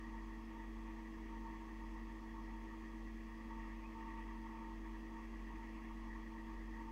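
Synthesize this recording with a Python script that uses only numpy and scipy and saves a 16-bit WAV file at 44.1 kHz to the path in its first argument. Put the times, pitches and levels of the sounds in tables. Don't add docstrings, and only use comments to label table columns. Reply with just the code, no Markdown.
import sys
import numpy as np
from scipy import signal
from scipy.fft import rfft, irfft, next_fast_len
from scipy.io import wavfile
from scipy.ndimage import uniform_filter1d, map_coordinates

SR = 44100
rng = np.random.default_rng(int(sys.argv[2]) if len(sys.argv) > 2 else 0)


def dump_mix(stems):
    frames = np.atleast_2d(stems).T
    limited = np.clip(frames, -1, 1)
    pcm = np.round(limited * 32767).astype(np.int16)
    wavfile.write(sys.argv[1], SR, pcm)


N = 305083

# start_s, speed_turns_per_s
FAN_SPEED = [(0, 45.119), (1, 45.119), (2, 45.124), (3, 45.141), (4, 45.183), (5, 45.212), (6, 45.196),
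             (7, 45.204)]


def motors():
    turns = np.cumsum(curves(FAN_SPEED)[0]) / SR
    return fan_tones(turns) + rotor_shake(turns)


PULL_HZ = 99.99
# shaft_multiple, pull_multiple (both plain numbers), level_db
FAN_TONES = [(5, 0, -55.9), (5, 1, -57.4), (7, 0, -71.4), (3, 1, -72.4), (0, 1, -72.5), (9, -1, -73.8),
             (10, 0, -75.4), (6, 0, -77), (4, 0, -77.1), (2, 1, -78.4), (1, 2, -78.7), (-1, 3, -81.1),
             (11, -1, -82.4), (15, 0, -82.6), (9, 1, -83), (0, 3, -83.3), (-1, 2, -84.8), (3, 0, -87.4)]


def fan_tones(turns):
    t = np.arange(N) / SR
    hum = 0
    for shaft_multiple, pull_multiple, level_db in FAN_TONES:
        cycles = shaft_multiple * turns + pull_multiple * PULL_HZ * t + rng.random()
        hum = hum + amp(level_db + 0.44 * wobble(5.17)) * np.sin(2 * np.pi * cycles)
    return np.sqrt(2) * hum


MOTOR_HZ = 46.874


def rotor_shake(turns):
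    t = np.arange(N) / SR
    lead = .39
    fan = amp(-65.0 + 0.43 * wobble(2)) * np.sin(2 * np.pi * (turns + lead))
    motor = amp(-51.5 + 0.25 * wobble(2.2)) * np.sin(2 * np.pi * MOTOR_HZ * t)
    return np.sqrt(2) * (fan + motor)


LOCK_STEADIES = .4
# start_s, level_db
AIR_FLOW = [(0, -66), (0.2, -61), (0.47, -68), (0.59, -61), (0.71, -69), (0.83, -61), (1.13, -71),
            (1.37, -60), (2.0, -66), (2.6, -61.5), (3.15, -72), (3.55, -57.5), (3.82, -65.5), (4.03, -54.5),
            (4.3, -63), (4.66, -56), (4.8, -68), (5.17, -62.5), (5.38, -71), (5.53, -61), (6.0, -67),
            (6.1, -60.5), (6.25, -66), (6.4, -62), (6.7, -67.5), (6.82, -58.5), (6.92, -58.5)]


def airflow():
    flow_db, = curves(AIR_FLOW)
    strength = np.clip((uniform_filter1d(flow_db, size=SR // 4) + 66) / 8, 0, 1)
    beat = (1 - LOCK_STEADIES * strength) * flutter()
    return whistle(flow_db, strength, beat) + lower_rush(flow_db, beat) + upper_rush()


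WHISTLE_FLUTTER_DB = 2.5
# pitch_hz, width_hz, level_db (relative)
WHISTLE_BREATH = [(905, 18, -10), (923, 77, -2)]


def whistle(flow_db, strength, beat):
    pitch_hz = 921 - 16 * strength + (11 - 7 * strength) * wobble(20)
    tone = np.sqrt(2) * np.sin(2 * np.pi * np.cumsum(pitch_hz) / SR)
    locked = .4 + .4 * strength
    sound = np.sqrt(locked) * tone + np.sqrt(1 - locked) * resonant(WHISTLE_BREATH)
    return amp(flow_db + WHISTLE_FLUTTER_DB * beat) * sound


CALM_DB = -64
LOWER_DB, LOWER_FOLLOWS = -66, 0.52
LOWER_FLUTTER_DB = 2
# pitch_hz, width_hz, level_db (relative)
LOWER_CASING = [(1107.4, 127, 2.5), (1254, 157, -12)]


def lower_rush(flow_db, beat):
    level_db = LOWER_DB + LOWER_FOLLOWS * (flow_db - CALM_DB) + LOWER_FLUTTER_DB * beat
    return amp(level_db) * patchy(resonant(LOWER_CASING), depth_db=0.7)


UPPER_FLUTTER_DB = 1.66
# pitch_hz, width_hz, level_db (relative)
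UPPER_CASING = [(1680, 88, -8), (1818, 100, -4), (1913, 163, 0)]
# start_s, level_db
UPPER_RUSH_LEVEL = [(0, -64.5), (0.48, -67.5), (0.62, -63), (0.76, -67), (0.9, -65), (1.13, -67),
                    (1.7, -65), (2.3, -67), (2.85, -64.5), (3.0, -66.5), (3.7, -63.5), (3.87, -69.5),
                    (4.1, -62.5), (4.55, -66), (5.45, -65), (5.57, -63.5), (5.99, -67), (6.12, -62.5),
                    (6.3, -65.5), (6.78, -63), (6.92, -68)]


def upper_rush():
    level_db = curves(UPPER_RUSH_LEVEL)[0] + UPPER_FLUTTER_DB * flutter()
    return amp(level_db) * patchy(resonant(UPPER_CASING), depth_db=0.35)


RUSTLE_DB, RUSTLE_FLUTTER_DB = -73.5, 1.4
# centre_s, width_s, rise_db
RUSTLE_SWELLS = [(0.9, 0.14, 4), (1.5, 0.4, 2), (3.72, 0.31, 6), (4.15, 0.33, 5.5), (4.58, 0.2, 3.5),
                 (5.3, 0.3, 3.5), (5.76, 0.39, 5.5)]
# pitch_hz, width_hz, level_db (relative)
RUSTLE_BANDS = [(658, 350, -2.5), (2183, 530, 0), (2680, 460, -4)]


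def rustle():
    t = np.arange(N) / SR
    swells_db = sum(rise_db * np.exp(-(2 * (t - centre_s) / width_s) ** 2)
                    for centre_s, width_s, rise_db in RUSTLE_SWELLS)
    level_db = RUSTLE_DB + swells_db + RUSTLE_FLUTTER_DB * flutter()
    return amp(level_db) * patchy(resonant(RUSTLE_BANDS), depth_db=1.5)


# start_s, length_s, start_hz, end_hz, level_db (at its middle)
RISING_SWISH = (3.8, .1, 2290, 2690, -68)


def swish():
    start_s, length_s, start_hz, end_hz, level_db = RISING_SWISH
    progress = np.clip((np.arange(N) / SR - start_s) / length_s, 0, 1)
    pitch_hz = start_hz + (end_hz - start_hz) * progress
    glide = np.sin(2 * np.pi * np.cumsum(pitch_hz) / SR)
    return amp(level_db) * np.sin(np.pi * progress) * unit((1 + wobble(260)) * glide)


# (relative, per Hz)
AIR_COLOR = [(20, 2), (35, -1), (60, 1.5), (120, -8.5), (260, -1.5), (350, -8), (600, -14.5), (850, -9),
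             (1200, -10), (1500, -22.5), (2500, -17.5), (3800, -27.5), (4800, -25), (7800, -33.5),
             (9600, -38.5), (15500, -37.5)]


def air_and_hiss():
    hz, db = np.transpose(AIR_COLOR)
    air = unit(filtered(rng.standard_normal(N), lambda f: amp(np.interp(np.log(f + 1), np.log(hz), db))))
    return amp(-62.5) * patchy(air, depth_db=0.96)


# pitch_hz, width_hz, level_db
RINGING_PANELS = [(222.4, 25, -70.5), (270, 13, -76.5), (317.5, 22, -72), (395, 14, -75.5), (433, 20, -82),
                  (479.3, 28, -78.5), (534, 27, -82.5), (3302, 270, -82), (6090, 120, -90),
                  (6530, 110, -93), (8000, 500, -97.5), (10720, 350, -96)]


def panels():
    return sum(amp(level_db) * resonant([(pitch_hz, width_hz, 0)])
               for pitch_hz, width_hz, level_db in RINGING_PANELS)


FLUTTER_PER_S, FLUTTER_WANDERS = 8, .35


def flutter():
    rate = FLUTTER_PER_S * (1 + FLUTTER_WANDERS * wobble(5))
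    beat = np.sin(2 * np.pi * (np.cumsum(rate) / SR + rng.random()))
    return np.sqrt(2) * beat * (1 + .3 * wobble(4))


def patchy(x, depth_db):
    spectrum = signal.stft(x, nperseg=512)[2]
    across_pitch = uniform_filter1d(rng.standard_normal(spectrum.shape), size=5, axis=0)
    patches = unit(uniform_filter1d(across_pitch, size=12, axis=1))
    return unit(signal.istft(spectrum * amp(depth_db * patches), nperseg=512)[1][:N])


def resonant(modes):
    def gain(f):
        power = sum(amp(2 * db) / (1 + (2 * (f - hz) / width) ** 2) ** 2 for hz, width, db in modes)
        return np.sqrt(power)
    return unit(filtered(rng.standard_normal(N), gain))


def filtered(x, response):
    m = next_fast_len(N + 8192)
    return irfft(rfft(x, m) * response(np.fft.rfftfreq(m, 1 / SR)), m)[..., :N]


def wobble(rate):
    points = rng.standard_normal(int(N * rate / SR) + 4)
    return map_coordinates(points, [np.arange(N) * rate / SR])


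def curves(rows):
    s, *cols = np.transpose(rows)
    return [np.interp(np.arange(N) / SR, s, c) for c in cols]


def unit(x):
    return x / np.sqrt(np.mean(x ** 2))


def amp(db):
    return 10 ** (np.asarray(db) / 20)


def scene():
    return (motors() + airflow() + rustle() + swish() + air_and_hiss() + panels())[None]


TOP_HZ = 15745


def record(dry):
    return filtered(dry, lambda hz: (hz < TOP_HZ) + 1e-5)


dry = scene()
out = record(dry)
dump_mix(out)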